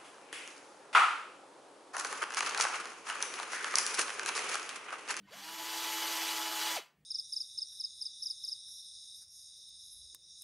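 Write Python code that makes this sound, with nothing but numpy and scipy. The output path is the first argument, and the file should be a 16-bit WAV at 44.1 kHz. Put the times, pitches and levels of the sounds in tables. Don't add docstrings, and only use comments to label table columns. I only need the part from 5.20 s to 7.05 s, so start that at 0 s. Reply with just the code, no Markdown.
import sys
import numpy as np
from scipy import signal
from scipy.fft import rfft, irfft, next_fast_len
from scipy.io import wavfile
from scipy.ndimage import uniform_filter1d, map_coordinates

SR = 44100
rng = np.random.default_rng(int(sys.argv[2]) if len(sys.argv) > 2 else 0)


def wav_out(sig):
    wavfile.write(sys.argv[1], SR, np.round(np.clip(np.atleast_2d(sig).T, -1, 1) * 32767).astype(np.int16))


def field_ratio(decibels):
    return 10 ** (np.asarray(decibels, dtype=float) / 20)


N = 81585
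T = np.arange(N) / SR

# (time [s], hum over rumble [dB])
HUM_OVER_RUMBLE = [(0, 12), (.2, 8), (.4, 3), (.7, -4), (1.3, 2), (1.7, -6), (1.85, -14)]
# (time [s], level [dB])
BACKGROUND = [(0, -63), (.06, -64.5), (.09, -88), (.125, -80), (.145, -67), (.23, -68.5), (.36, -73),
              (.55, -80.5), (.71, -77), (.8, -81), (.95, -79), (1.3, -82.5), (1.48, -80), (1.62, -86.5),
              (1.72, -93), (1.79, -77), (1.835, -78), (1.85, -75)]
# (frequency [Hz], width [Hz], level [dB])
ROOM_MODES = [(60.4, 28, -6.5), (154, 15, -0.5)]
# (frequency [Hz], level [dB per Hz])
AIR_SPECTRUM = [(25, -41), (70, -22.5), (150, -10.5), (350, -13), (1000, -27.5), (2500, -29.5),
                (5000, -36.5), (15500, -40.5)]
# (time [s], frequency [Hz], level [dB], half length [s])
TRIGGER_SOUNDS = [(.045, 1505, -73, .014), (.047, 3010, -75, .014), (.043, 4510, -82, .014),
                  (.063, 1850, -67, .011), (.081, 2110, -64, .008), (.086, 985, -63, .011),
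                  (.061, 7400, -80, .004), (.088, 7000, -76, .004), (.102, 8100, -76, .004),
                  (1.572, 2280, -44, .007), (1.69, 1500, -78, .035), (1.838, 146, -72, .025)]
# (time [s], frequency of the 39th shaft order [Hz])
RUNNING_SPEED = [(.44, 12930), (.51, 12970), (.59, 12930), (.68, 12985), (.77, 12930), (.82, 12960),
                 (.95, 12890), (1.04, 12875), (1.12, 12815), (1.22, 12825), (1.3, 12780), (1.42, 12810),
                 (1.54, 12820)]
# (time [s], noise level [dB], then over it: mesh [dB], shaft tones [dB], current surge [dB])
DRILL_LEVELS = [(.04, -73.5, -30, -7, -30), (.085, -56, -43, -6, -28), (.115, -54, -17, -2, -10),
                (.14, -48, -19, -12, -8.5), (.165, -48.5, -40, -5, -15), (.22, -49, -10.5, -4, -26),
                (.265, -46.5, -14.5, 0.5, -11), (.4, -42.5, -11, 0.5, -15.5), (.7, -38, -9.5, 0, -40),
                (.95, -37.5, -10.5, 0, -14), (1.25, -38, -10, 0.5, -46), (1.45, -37, -8.5, -1, -19),
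                (1.553, -38, -10.5, -1, -16), (1.568, -35.5, -25, -13.5, -2), (1.595, -43, -44, -35, -7),
                (1.615, -50, -36, -32, -41), (1.65, -81, -30.5, -25, -36)]
# (order [turns], level [dB])
SHAFT_ORDERS = [(2, -24), (3, -16.5), (4, -22), (6, -20), (9, -15), (15, -22), (18, -26), (21, -18),
                (24, -27), (30, -24.5), (33, -29), (36, -27), (37, -28), (39, -17)]
# (multiple of the mesh rate [1], level [dB])
MESH_TONES = [(.5, -16), (1, 0), (2, -15), (4, -13)]
# (order [turns], level [dB])
SURGE_ORDERS = [(3, 0), (4, -13), (9, -17)]
# (frequency [Hz], level [dB per Hz])
NOISE_SPECTRUM = [(250, -31.5), (400, -20.5), (650, -14.5), (1100, -9.5), (3000, -10.5), (8000, -15.5),
                  (13000, -18), (15500, -25.5)]
# (frequency [Hz], width [Hz], level [dB])
HOUSING = [(1200, 67, -9), (2080, 150, -9), (3000, 250, 2), (3419, 70, 8.5), (3840, 170, 6), (4704, 300, 4),
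           (5300, 100, 3.5), (5950, 67, 9), (6470, 83, 0), (8050, 300, -23.5), (9950, 430, -6.5),
           (12500, 360, -8)]
# (frequency [Hz], width [Hz], depth [0-1])
HOUSING_DIPS = [(3740, 120, 0.84), (10470, 760, 0.58)]
# (frequency [Hz], time to fall 60 dB [s])
ROOM_DECAY = [(200, .25), (400, .33), (1500, .34), (2500, .34), (3500, .27), (12000, .24)]


def unit(x):
    return x / np.sqrt(np.mean(x ** 2) + 1e-20)


def along(points, hz):
    f, v = np.transpose(points)
    return np.interp(np.log(hz + 1), np.log(f + 1), v, left=v[0], right=v[-1])


def curves(rows):
    times, *columns = np.transpose(rows)
    return [np.interp(T, times, column) for column in columns]


def wobble(rate):
    knots = rng.standard_normal(int(N * 400 / SR) + 4)
    return map_coordinates(knots, [T * rate])


def filtered(x, response):
    size = next_fast_len(N + SR // 2)
    return irfft(rfft(x, size) * response(np.fft.rfftfreq(size, 1 / SR)), size)[..., :N]


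def resonances(rows):
    def response(f):
        total = 0
        for k, (center, width, db) in enumerate(rows):
            mode = 1j * f * width / (center * center - f * f + 1j * f * width)
            total = total + (-1) ** k * field_ratio(db) * mode
        return total
    return response


def patchy(patchy_db):
    z = signal.stft(rng.standard_normal(N + 512), nperseg=256)[2]
    field = uniform_filter1d(rng.standard_normal(z.shape), 3, 0)
    field = unit(uniform_filter1d(field, 7, 1))
    return unit(signal.istft(z * field_ratio(patchy_db * field), nperseg=256)[1][:N])


def tones(rows, turns, flutter_db, rate, drift, fade_db=0):
    total = 0
    for order, db in rows:
        gain = field_ratio(db + flutter_db * wobble(rate) + order * fade_db)
        phase = 2 * np.pi * (order * turns + rng.random()) + drift * wobble(rate)
        total = total + gain * np.sin(phase)
    return total * np.sqrt(2)


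def workshop():
    hum_hz, whine_hz, whine_db, floor_db = 198.5, 1848, -90, -81
    background_db, = curves(BACKGROUND)
    shift_db, = curves(HUM_OVER_RUMBLE)
    rumble = unit(filtered(rng.standard_normal(N), lambda f: resonances(ROOM_MODES)(f) ** 2))
    hum = unit(tones([(1, 0), (1.5, -14)], hum_hz * T, flutter_db=2, rate=20, drift=.4))
    low = field_ratio(-shift_db / 2) * rumble + field_ratio(shift_db / 2) * hum
    air = unit(filtered(patchy(patchy_db=-2.8), lambda f: field_ratio(along(AIR_SPECTRUM, f))))
    air_db = floor_db + 0.27 * (background_db - background_db.min())
    whine = field_ratio(whine_db + 1.51 * wobble(14)) * np.sin(2 * np.pi * whine_hz * T)
    return 0.6 * field_ratio(background_db) * low + field_ratio(air_db) * air + whine


def trigger():
    total = 0
    for time, hz, db, half in TRIGGER_SOUNDS:
        swell = field_ratio(db - 8.7 * ((T - time) / half) ** 2)
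        total = total + swell * np.sin(2 * np.pi * hz * T)
    return total


def shaft_hz():
    start_s, spin_up_s, brake_s, stop_s = .079, .056, 1.554, .068
    running = curves(RUNNING_SPEED)[0] / 39
    hunting = 1 + .0009 * wobble(22)
    spin_up = 1 - np.exp(-np.maximum(T - start_s, 0) / spin_up_s)
    brake = 1 - np.clip((T - brake_s) / stop_s, 0, 1)
    return running * hunting * spin_up * brake


def housing(f):
    response = field_ratio(along(NOISE_SPECTRUM, f)) * np.sqrt(1 + abs(resonances(HOUSING)(f)) ** 2)
    for center, width, depth in HOUSING_DIPS:
        response = response * (1 - depth / (1 + ((f - center) / width * 2) ** 2))
    return response / (1 + (210 / (f + 1)) ** 4)


def brush_and_gear_noise(turns, speed):
    clatter_per_s, clatter_db, spread_db = 2200, -6, 10
    share = np.cumsum(speed) / SR
    beat_db = .8 * np.sin(2 * np.pi * 20.5 * share)
    beat_db += .7 * np.sin(2 * np.pi * 153.5 * share)
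    beat_db += 1.1 * np.sin(2 * np.pi * turns)
    beat_db += 0.68 * wobble(7) + 0.38 * wobble(44.9)
    hits = (rng.random(N) < clatter_per_s / SR) * rng.choice([-1, 1], N)
    hits = hits * field_ratio(-spread_db * rng.random(N))
    source = field_ratio(beat_db) * (patchy(patchy_db=2.0) + field_ratio(clatter_db) * unit(hits))
    noise = unit(filtered(source, housing))
    low = filtered(noise, lambda f: 1 / (1 + (f / 3000) ** 2))
    return low + (noise - low) * np.maximum(speed, .15) ** 1.6


def shaft_tones(turns, speed):
    strong = dict(SHAFT_ORDERS)
    faint = [(k, -27.5 - .2 * k) for k in range(5, 47) if k not in strong]
    fade_db = -8 * np.maximum(.978 - speed, 0)
    orders = list(SHAFT_ORDERS) + faint
    whirr = tones(orders, turns, flutter_db=2.6, rate=30, drift=.5, fade_db=fade_db)
    return whirr + tones([(0.99, -17)], turns, flutter_db=1.4, rate=45, drift=0.38)


def drill():
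    level_db, mesh_db, shaft_db, surge_db = curves(DRILL_LEVELS)
    hz = shaft_hz()
    speed = hz / hz.max()
    turns = np.cumsum(hz) / SR
    noise = brush_and_gear_noise(turns, speed)
    whirr = field_ratio(shaft_db) * shaft_tones(turns, speed)
    mesh_turns = 2.607 * turns
    mesh = field_ratio(mesh_db) * tones(MESH_TONES, mesh_turns, flutter_db=2.6, rate=50, drift=.5)
    surge = field_ratio(surge_db) * tones(SURGE_ORDERS, turns, flutter_db=.8, rate=40, drift=.2)
    at_rest = np.clip((1.67 - T) / 0.024, 0, 1)
    return field_ratio(level_db) * at_rest * np.array([noise, whirr + mesh + surge])


def room(x):
    hz, t, z = signal.stft(rng.standard_normal(SR // 2), SR, nperseg=256)
    decay = field_ratio(-60 * t / along(ROOM_DECAY, hz)[:, None])
    tail = signal.istft(z * decay, SR, nperseg=256)[1]
    delayed = np.pad(x, (300, 0))
    return signal.fftconvolve(delayed, tail / np.linalg.norm(tail))[:N]


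def scene():
    wet_db, tones_wet = -11, .3
    noise, tonal = drill()
    direct = noise + tonal + trigger()
    reverb = field_ratio(wet_db) * room(noise + tones_wet * tonal)
    return np.tile(direct + reverb + workshop(), (2, 1))


def top_cut(x):
    return signal.sosfilt(signal.butter(12, 15680, fs=SR, output="sos"), x)


def record(dry):
    mix = filtered(dry, lambda hz: hz < 15700)
    return top_cut(mix)


dry = scene()
out = record(dry)
wav_out(out)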